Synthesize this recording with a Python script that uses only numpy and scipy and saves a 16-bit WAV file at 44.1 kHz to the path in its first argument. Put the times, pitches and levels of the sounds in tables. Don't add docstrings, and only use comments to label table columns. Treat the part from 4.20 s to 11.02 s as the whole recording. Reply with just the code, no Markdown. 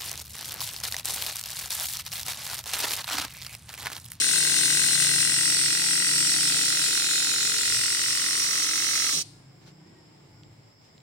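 import sys
import numpy as np
from scipy import signal
from scipy.fft import rfft, irfft, next_fast_len
from scipy.io import wavfile

SR = 44100
rng = np.random.default_rng(int(sys.argv[2]) if len(sys.argv) > 2 else 0)


def field_ratio(decibels):
    return 10 ** (np.asarray(decibels, dtype=float) / 20)


def digitize_waveform(pressure):
    field = np.atleast_2d(pressure).T
    bounded = np.clip(field, -1, 1)
    quanta = np.round(bounded * 32767).astype(np.int16)
    wavfile.write(sys.argv[1], SR, quanta)


N = 300762
T = np.arange(N) / SR
POWER_OFF_S = 4.8651
RIGHT_LAG_S = .00013
POSES = np.arange(5) / 2


def rms_one(x):
    return x / np.sqrt(np.mean(x ** 2) + 1e-20)


def in_time(rows):
    s, *columns = np.transpose(rows)
    return [np.interp(T, s, column) for column in columns]


def gauss(s, half_s):
    return np.exp(-((T - s) / half_s) ** 2)


def sos_filter(x, order, hz, kind):
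    return signal.sosfilt(signal.butter(order, hz, kind, fs=SR, output="sos"), x)


def colour(x, points):
    hz, db = np.transpose(points)
    size = next_fast_len(N)
    bins_hz = np.arange(1, size // 2 + 2) * SR / size
    gain = field_ratio(np.interp(np.log(bins_hz), np.log(hz), db))
    return irfft(rfft(x, size) * gain, size)[..., :N]


def drift(rate_hz):
    r = np.exp(-80 * np.pi * rate_hz / SR)
    slow = signal.lfilter([1], [1, -2 * r, r * r], rng.standard_normal(N // 40 + 2002))[2000:]
    return np.interp(np.arange(N) / 40, np.arange(len(slow)), rms_one(slow))


def resonate(x, hz, width_hz):
    r = np.exp(-np.pi * width_hz / SR)
    poles = [1, -2 * r * np.cos(2 * np.pi * hz / SR), r * r]
    return signal.lfilter([(1 - r * r) / 2, 0, (r * r - 1) / 2], poles, x)


def ring(clicks, hz, t60_s):
    r, w = field_ratio(-60 / (t60_s * SR)), 2 * np.pi * hz / SR
    return signal.lfilter([0, np.sin(w)], [1, -2 * r * np.cos(w), r * r], clicks + 1e-18)


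def click_at(s, db):
    return (np.arange(N) == round(s * SR)) * field_ratio(db)


# start_s [s], speed [strokes/s]
CRANK_SPEED = [(0, 43.375), (.8, 43.765), (1.1, 44.039), (3.2, 44.123), (4.4, 44.615), (4.6, 45.269),
               (4.87, 45.027)]
FIRST_STROKE, LAST_STROKE, COAST_S = .199, 218.9, .096


def crank():
    speed = in_time(CRANK_SPEED)[0] * np.exp(-np.maximum(T - POWER_OFF_S, 0) / COAST_S)
    return np.minimum(FIRST_STROKE + np.cumsum(speed) / SR, LAST_STROKE)


# pitch_hz [Hz], t60_s [s],
# left_db at poses 0, .5, 1, 1.5, 2 [dB], right_db at the same poses [dB]
VALVE_MODES = [(1015, 0.062, 1, 0, -8, 0, 0, -36.5, -36, -36, -17, -3),
               (1109, 0.2, -37, -30, -31, -9, -2, -43, -42, -43.5, -37, -26),
               (1198, 0.14, -25, -22, -25.5, -15.5, 1, -30.5, -30, -34, -31, -7),
               (1290, 0.051, -24, -18, -14, -5.5, 11.5, -20.5, -23, -24, -20, 0),
               (1355.3, 0.021, 7, 7.5, 6, 7.5, -2.5, -31, -27, -28, -11, 4.5),
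               (1480, 0.02, 2, -7, -5.5, -15, -11, -7.5, -8, -12, -3, -23),
               (1567, 0.015, 10, -1, -4.5, -16, 14, 8, 0, 3.5, -6, -8),
               (1943, 0.013, 13, 9, 7, 9, 11, 6.5, 3.5, -1, -16, -15.5),
               (2095, 0.014, -8.5, 0.5, 0, 3, 6, -20.5, -16.5, -2.5, 0.5, 2),
               (2433, 0.017, -30, -8, 0, -10, -31, -15.5, -2.5, 4, -5.5, -26),
               (2773, 0.013, 9.5, -10, -15, -12, -12, 8, 2, 3, 6, 0.5),
               (3880, 0.0088, -20.5, -23.5, -30, -32, -34, 9.5, 5.5, 6.5, 9, 3.5),
               (4400, 0.018, -23.5, -20, -26, -29, -31, -35, -24, -16.5, -12, -2)]
SLAM_SCATTER_S, SLAM_SCATTER_DB, STROKE_SCATTER_DB = .00002, 1.0, .6
SEAT_T60_S = 0.007
HEAD_CUT_HZ = 1488


def valve(strokes, clack_db, bright_db, pose):
    at = np.flatnonzero(np.diff(np.floor(strokes)) > 0)
    chance = rng.standard_normal((len(at), 2 + len(VALVE_MODES)))
    at = np.clip(at + np.round(SLAM_SCATTER_S * SR * chance[:, 0]).astype(int), 0, N - 9)
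    weak_db = -7.5 * np.clip(strokes[at] - 216.4, 0, 2)
    out = np.zeros((2, N))
    for k, (hz, t60_s, *pose_db) in enumerate(VALVE_MODES):
        for side, by_pose_db in enumerate(np.reshape(pose_db, (2, 5))):
            level_db = np.interp(pose[at], POSES, by_pose_db) + SLAM_SCATTER_DB * chance[:, k + 1]
            level_db += STROKE_SCATTER_DB * chance[:, -1] + bright_db[at] * np.log2(hz / 1600)
            clicks = np.zeros(N)
            clicks[at + side * round(RIGHT_LAG_S * SR)] = field_ratio(clack_db[at] + weak_db + 13.5 + level_db)
            out[side] += ring(clicks, hz, t60_s) - ring(clicks, hz, SEAT_T60_S)
    return sos_filter(out, 7, HEAD_CUT_HZ, "high")


# pitch_hz [Hz], level_db [dB per Hz]
JET_LEFT_COLOUR = [(30, -7.5), (300, -12.5), (1000, -33), (1500, -20.5), (2500, -11), (3200, -11),
                   (5000, -12), (7500, -21), (9800, -12), (11000, -18), (13000, -20), (16000, -26.5)]
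JET_RIGHT_COLOUR = [(30, -41.5), (300, -28.5), (1000, -19.5), (1500, -14.5), (2500, -8.5), (3200, -8.5),
                    (4700, -2.5), (6500, -9), (8000, -11), (10000, -20), (11500, -30), (16000, -17.5)]
# pitch_hz [Hz], width_hz [Hz], level_db at poses 0, .5, 1, 1.5, 2 [dB]
LEFT_CAVITIES = [(3030, 210, -36, -17, -17.5, -26, -4.5), (3590, 780, -5.5, -5, -1.5, -3.5, -11),
                 (4120, 130, -8, -22.5, -22, -5, -2), (4630, 200, -13.5, -17.5, -27, -5, -13),
                 (5740, 360, -27, -27, -24.5, -22, -34), (5515, 190, -18.5, -2.5, -24, -9, -7),
                 (6100, 1280, -6, -11, -24.5, -13.5, -6), (6795, 170, 2, -4, 6.5, -0.5, -1),
                 (7290, 320, -6, -2, 2.5, 0, -15), (8280, 520, 4, 8.5, 0, 6.5, -1.5),
                 (9040, 500, 1, 2, -4, -1.5, -6.5), (9930, 1030, -5.5, -4, -4.5, -3, -7.5),
                 (10630, 200, -31, -25.5, -3, -32, -12)]
RIGHT_CAVITIES = [(2966, 110, -14.5, -7.5, -25.5, -7, -14), (3760, 120, 7.5, -2, 6, -2, 2.5),
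                  (4160, 400, 1.5, -7, 4, -10, -11), (4516, 130, -15.5, 7.5, 0, 5, -15),
                  (5298, 610, -2.5, 1, -2, 0.5, -8.5), (5824, 200, -10.5, 9, 4.5, 6, 8),
                  (6590, 460, -9, -22.5, -31, -11, -2), (7180, 330, -15.5, -14, -2.5, -12, -18),
                  (8500, 150, -16.5, -26, -6, -21, -28), (9100, 260, -16, -28.5, -29, -23, -16),
                  (9540, 340, -11.5, -18, -17.5, -23, -28), (11600, 290, -21.5, -22, -24, -20, -17),
                  (12680, 480, -35, -25, -29.5, -25, -23.5)]
JET_SHARED = .62
JET_PAN_DB, JET_PAN_DB_PER_POSE = 3, -2
SAG_S, SAG_DB_PER_S, SHUT_S, SHUT_T60_S = 4.95, 55, 5.021, .036
PUMP_FADE_DB_PER_S = 43


def jet(strokes, jet_db, pose):
    common, *own = rng.standard_normal((3, N))
    puff_db = 0.49 * np.cos(2 * np.pi * (strokes - .1))
    flutter_db = 0.12 * drift(9.3) + .5 * drift(73) + puff_db
    sag_db = -SAG_DB_PER_S * np.clip(T - SAG_S, 0, SHUT_S - SAG_S)
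    shut_db = sag_db - 60 * np.maximum(T - SHUT_S, 0) / SHUT_T60_S
    ports = [(JET_LEFT_COLOUR, LEFT_CAVITIES), (JET_RIGHT_COLOUR, RIGHT_CAVITIES)]
    out = np.zeros((2, N))
    for side, (broad, cavities) in enumerate(ports):
        shared = np.roll(common, side * round(RIGHT_LAG_S * SR))
        air = np.sqrt(JET_SHARED) * shared + np.sqrt(1 - JET_SHARED) * own[side]
        out[side] = colour(air, broad)
        for k, (hz, width_hz, *pose_db) in enumerate(cavities):
            level_db = np.interp(pose, POSES, pose_db) + 0.48 * drift(4.0)
            once = resonate(air, hz, 1.155 * width_hz)
            out[side] += (-1) ** k * field_ratio(level_db) * resonate(once, hz, 1.155 * width_hz)
    pump_band = signal.butter(2, [1080, 2660], "band", fs=SR, output="sos")
    pumped = signal.sosfiltfilt(pump_band, out)
    pump_gain = field_ratio(-PUMP_FADE_DB_PER_S * np.maximum(T - POWER_OFF_S, 0))
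    out = sos_filter(out, 4, 260, "high") - pumped * (1 - pump_gain)
    pan_db = (JET_PAN_DB + JET_PAN_DB_PER_POSE * pose) * [[.5], [-.5]]
    return field_ratio(jet_db + 11.5 + flutter_db + shut_db + pan_db) * out, field_ratio(jet_db + shut_db) * common


# order [multiple of stroke rate], level_db [dB]
SHAKE_ORDERS = [(5, -62.5), (6, -58.5), (6.8, -54.5), (8, -62.5), (10, -62.5)]
# start_s [s], pitch_hz [Hz], t60_s [s], level_db [dB]
MOUNT_JOLTS = [(4.93, 157, 0.2, -42), (4.933, 257, 0.2, -38), (4.935, 398, 0.15, -46),
               (4.941, 580, 0.12, -52), (4.94, 710, 0.1, -52)]
JOLT_BOUNCES, JOLT_GAP_S, JOLT_LOSS_DB = 5, 0.014, -0.5


def housing(strokes):
    running = np.clip(216.0 - strokes, 0, 1)
    tones = np.zeros(N)
    for order, db in SHAKE_ORDERS:
        turns = order * (strokes + 0.013 * drift(12.0)) + rng.random()
        tones += field_ratio(db + 1.5 + 3.6 * drift(2.3)) * np.sin(2 * np.pi * turns)
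    rocking = np.zeros(N)
    for s, hz, t60_s, db in MOUNT_JOLTS:
        for k in range(JOLT_BOUNCES):
            bounce_s = s + JOLT_GAP_S * k * rng.uniform(.7, 1.3)
            rocking += ring(click_at(bounce_s, db - 3.0 - JOLT_LOSS_DB * k), hz, .45 * t60_s)
    swell = np.clip((T - MOUNT_JOLTS[0][0]) / 0.005, 0, 1)
    return running * tones + swell ** 2 * rocking


# delay_ms [ms], shift_ms [ms per pose], level_db [dB]
BAY_REFLECTIONS = [
    [(2.05, -0.069, -6.5), (4.7, 0.083, -17), (7.9, -0.23, -10)],
    [(1.5, 0.0095, -7), (5.6, -0.17, -12.5), (8.8, 0.196, -9)],
]


def bay(x, pose, sway_ms, extra_db):
    out = x.copy()
    for side, echoes in enumerate(BAY_REFLECTIONS):
        for ms, per_pose_ms, db in echoes:
            delay_s = (ms + per_pose_ms * pose + sway_ms) / 1000
            out[side] += field_ratio(db + extra_db) * np.interp(T - delay_s, T, x[side], left=0)
    return out


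# pitch_hz [Hz], level_db [dB]
GARAGE_SPECTRUM = [(800, -28), (1800, -5.5), (3000, 1.5), (4500, 11), (6500, 2.5), (9000, 5), (12000, -14),
                   (16000, -19)]
GARAGE_T60_S, GARAGE_DB, GARAGE_PAN_DB = 0.58, -20.5, 2.5


def garage(x):
    s = np.arange(SR) / SR
    tail = rng.standard_normal((2, SR)) * field_ratio(-60 * s / GARAGE_T60_S) * (s > .012)
    wet = signal.fftconvolve(x[None], tail / np.sqrt(np.sum(tail[0] ** 2)), axes=1)[:, :N]
    pan_db = GARAGE_PAN_DB * np.array([[.5], [-.5]])
    return field_ratio(GARAGE_DB + pan_db) * colour(wet, GARAGE_SPECTRUM)


# start_s (centre) [s], half_s [s], level_db [dB]
CLOTH_BRUSHES = [(5.43, 0.022, -61), (5.479, .02, -52.5), (5.51, .02, -66), (6.09, .05, -68),
                 (6.39, 0.02, -72), (6.658, 0.045, -62)]
# start_s [s], level_db (peak) [dB], pitch_hz [Hz], pan_db (left minus right) [dB]
COOLING_TICKS = [(6.2345, -44, 3300, -6), (6.78, -45, 4130, -5), (6.8037, -51, 4000, -5)]
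TICK_CUT_HZ = 5900


def small_noises():
    brush = sum(field_ratio(db) * gauss(s, half_s) for s, half_s, db in CLOTH_BRUSHES)
    cloth_points = [(300, 9), (700, 6), (2500, 4), (5000, 5.5), (9000, -7.0), (14000, -17)]
    out = brush * rms_one(colour(rng.standard_normal((2, N)), cloth_points))
    for s, db, hz, pan_db in COOLING_TICKS:
        tick = ring(click_at(s, db), hz, .004)
        tick += ring(click_at(s, db - 2), 1.3 * hz, .003)
        tick += ring(click_at(s, db - 5), 1.7 * hz, .003)
        tick = sos_filter(tick, 2, [2300, TICK_CUT_HZ], "band")
        out += 1.2 * tick * field_ratio([[pan_db / 2], [-pan_db / 2]])
    return out


BUMP_S, BUMP_DB, BUMP_HZ = 6.263, -35, 500


def bump():
    knock = 14.0 * click_at(BUMP_S, BUMP_DB) + 1e-18
    return sos_filter(knock, 2, BUMP_HZ, "low") * [[1], [-1]]


# start_s [s], drone_db (low orders) [dB], upper_db (high orders) [dB]
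ENGINE_LEVELS = [(0, -52, -47), (.15, -42, -38), (.9, -42.5, -44), (1.4, -46, -40), (2.3, -47, -37.5),
                 (2.6, -54.5, -40.5), (3.1, -55, -40.5), (3.5, -57, -54), (4.9, -57, -47),
                 (5.4, -54.5, -57), (5.6, -52.5, -50), (5.8, -66, -49.5), (6.0, -59, -52.5),
                 (6.3, -58, -53), (6.58, -77, -69), (6.82, -79, -64)]
# start_s (centre) [s], half_s [s], change [share of idle speed]
REV_CHANGES = [(3.52, .2, -.095), (5.3, .07, -.05), (5.72, .25, .12), (6.4, .3, .055), (6.85, .15, .06)]
# pitch_hz [Hz], width_hz [Hz], level_db [dB]
EXHAUST_MODES = [(121, 60, -8), (141, 54, 1), (142, 34, -6.5), (306, 84, -16.5), (417, 150, -22.5),
                 (677, 240, -28), (890, 118, -39)]
# order [multiple of firing rate], level_db [dB]
DRONE_ORDERS = [(4, -17), (5, 0), (6, -5), (10, -12), (11, -15), (12, -16), (15, -21), (20, -26), (26, -25),
                (30, -20), (50, -22), (60, -23)]
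IDLE_HZ, IDLE_START, IDLE_SAG_PER_S = 29.0, 1.012, .008
EXHAUST_DB, OFF_IDLE_LOSS_DB, UNEVEN, UNEVEN_OFF_IDLE, DRONE_STUMBLE = -5.5, 89, 0.0295, 0.45, .3
DRONE_WAVER_DB, DRONE_PATCHES_DB = 1.8, 5


def engine():
    drone_db, upper_db = in_time(ENGINE_LEVELS)
    speed = IDLE_START - IDLE_SAG_PER_S * T
    speed += sum(change * gauss(s, half_s) for s, half_s, change in REV_CHANGES)
    off_idle = np.abs(speed - 1)
    exhaust_db = drone_db + EXHAUST_DB - OFF_IDLE_LOSS_DB * off_idle
    uneven = UNEVEN + UNEVEN_OFF_IDLE * off_idle

    firings = np.cumsum(IDLE_HZ * speed * (1 + uneven * drift(24.26))) / SR
    pulses = np.diff(np.floor(firings), prepend=0) * field_ratio(20 * uneven * drift(45))
    pulses += 0.0029 * rng.standard_normal(N)
    exhaust = np.zeros(N)
    for k, (hz, width_hz, db) in enumerate(EXHAUST_MODES):
        exhaust += (-1) ** k * field_ratio(db) * resonate(pulses, hz, width_hz)
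    exhaust = rms_one(sos_filter(exhaust, 3, [100, 1500], "band"))

    stumble = (0.0035 + DRONE_STUMBLE * off_idle) * drift(7.36)
    turns = np.cumsum(IDLE_HZ * speed * (1 + stumble)) / SR
    drone = np.zeros(N)
    for order, db in DRONE_ORDERS:
        course_db = drone_db if order < 8 else upper_db
        waver_db = DRONE_WAVER_DB * drift(30) if order < 14 else DRONE_PATCHES_DB * (drift(4) - 1)
        tone = np.sin(2 * np.pi * (round(order) * turns + rng.random()))
        drone += field_ratio(course_db + db + waver_db) * tone
    return field_ratio(exhaust_db) * exhaust + drone


# start_s (centre) [s], level_db [dB]
STREET_PASSES = [(.64, -68), (1.1, -51), (1.4, -54), (2.6, -59), (3.3, -58), (3.55, -51.5), (3.9, -57),
                 (4.2, -67), (4.65, -66), (5.15, -57), (5.4, -62), (5.75, -73), (6.1, -60), (6.35, -62)]
STREET_FLOOR_DB, PASS_S, STREET_LUMPS_DB = -67, .13, 2.0


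def street():
    traffic = field_ratio(STREET_FLOOR_DB) + sum(field_ratio(db) * gauss(s, PASS_S) for s, db in STREET_PASSES)
    rumble_points = [(20, -37.5), (45, 2.5), (80, -16.5), (105, 13.0), (160, 1.0), (300, -42)]
    rumble = rms_one(colour(rng.standard_normal(N), rumble_points))
    return traffic * field_ratio(STREET_LUMPS_DB * drift(5.4)) * rumble


# pitch_hz [Hz], level_db [dB per Hz]
AIR_SPECTRUM = [(25, -54.5), (45, -38), (88, -8), (150, -2.5), (227, -10.5), (297, -12), (491, -17),
                (889, -19.5), (1390, -25.5), (1960, -26), (4480, -29), (5170, -28.5), (5970, -36.5),
                (7410, -29), (8870, -37), (11000, -49.5), (14300, -60), (22000, -120)]
# pitch_hz [Hz], width_hz [Hz], level_db [dB]
SEEP_BANDS = [(2100, 540, -78), (5150, 790, -69), (7400, 600, -76.5), (12000, 3700, -85.5),
              (15000, 2900, -81.5)]
FLOOR_DB, AIR_DB = -58.5, 2
LULL_S, LULL_HALF_S, LULL_DB = 6.57, .05, -5


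def background():
    mid, side = rng.standard_normal((2, N))
    side = sos_filter(side, 2, 300, "high")
    white = np.array([mid + side, mid - side])
    seep = np.zeros((2, N))
    for hz, width_hz, db in SEEP_BANDS:
        band = resonate(resonate(white, hz, width_hz), hz, width_hz)
        seep += field_ratio(db + 2.2 * drift(4.0)) * rms_one(band)
    swell_db = AIR_DB + .9 * drift(4) + LULL_DB * gauss(LULL_S, LULL_HALF_S)
    return field_ratio(FLOOR_DB + swell_db) * rms_one(colour(white, AIR_SPECTRUM)) + seep


# start_s [s], pose [0-2]
PHONE_POSE = [(0, 0.047), (.9, 0.15), (1.5, 0.66), (1.9, 0.49), (2.3, 0.72), (2.7, 0.85), (3.3, 1.12),
              (3.7, 1.53), (4.3, 1.73), (5, 1.89)]
# start_s [s], level_db [dB], brightness [dB per octave]
SLAM_FORCE = [(0, 1, -1.5), (.2, 1.5, -3), (.6, 2, -1.5), (1, 3, 2.5), (1.5, 4, 4), (2, 3, 4),
              (2.5, 3, -0.5), (3, 3, -4.5), (3.3, 3, -3), (3.5, 2.5, 4), (3.8, 0, 3.5), (4.1, 0.5, -0.5),
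              (4.5, 0.5, -1.5), (4.9, 0.5, 3)]
# start_s [s], level_db [dB]
AIR_FLOW = [(0, 1), (.3, 1.5), (.63, 2), (1, .5), (1.4, 0), (1.58, -1), (1.9, 0), (2.3, 0.5), (2.7, -0.5),
            (3.15, -1), (3.5, 0), (3.7, -0.5), (4.1, 0.5), (4.5, 0), (4.95, 1.5)]
CLACK_DB, CLACK_DB_PER_POSE, CLACK_WANDER_DB, CLACK_WANDER_HZ = -36.5, .5, .3, 1.0
JET_DB, JET_DB_PER_POSE, JET_WANDER_DB = -26.5, -0.77, .3


def scene():
    strokes = crank()
    pose, = in_time(PHONE_POSE)
    slam_db, bright_db = in_time(SLAM_FORCE)
    flow_db, = in_time(AIR_FLOW)
    clack_db = CLACK_DB + CLACK_DB_PER_POSE * pose + CLACK_WANDER_DB * drift(CLACK_WANDER_HZ) + slam_db
    jet_db = JET_DB + JET_DB_PER_POSE * pose + JET_WANDER_DB * drift(0.74) + flow_db
    sway_ms = 0.052 * drift(0.28)

    clack = bay(valve(strokes, clack_db, bright_db, pose), pose, sway_ms, extra_db=-0.5)
    at_ports, open_jet = jet(strokes, jet_db, pose)
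    compressor = clack + bay(at_ports, pose, sway_ms, extra_db=-6.5)
    room = garage(open_jet + clack[0])
    shake = sos_filter(housing(strokes), 2, 110, "high")
    bass = (shake + engine() + street()) * field_ratio([[.4], [-.4]])
    return compressor + room + bass + background() + small_noises() + bump()


def low_pass(x):
    return signal.sosfilt(signal.butter(12, 16820, fs=SR, output="sos"), x)


def record(dry):
    top_cut = signal.ellip(10, .5, 70, 15950, fs=SR, output="sos")
    finished = signal.sosfilt(top_cut, dry)
    return low_pass(finished)


dry = scene()
out = record(dry)
digitize_waveform(out)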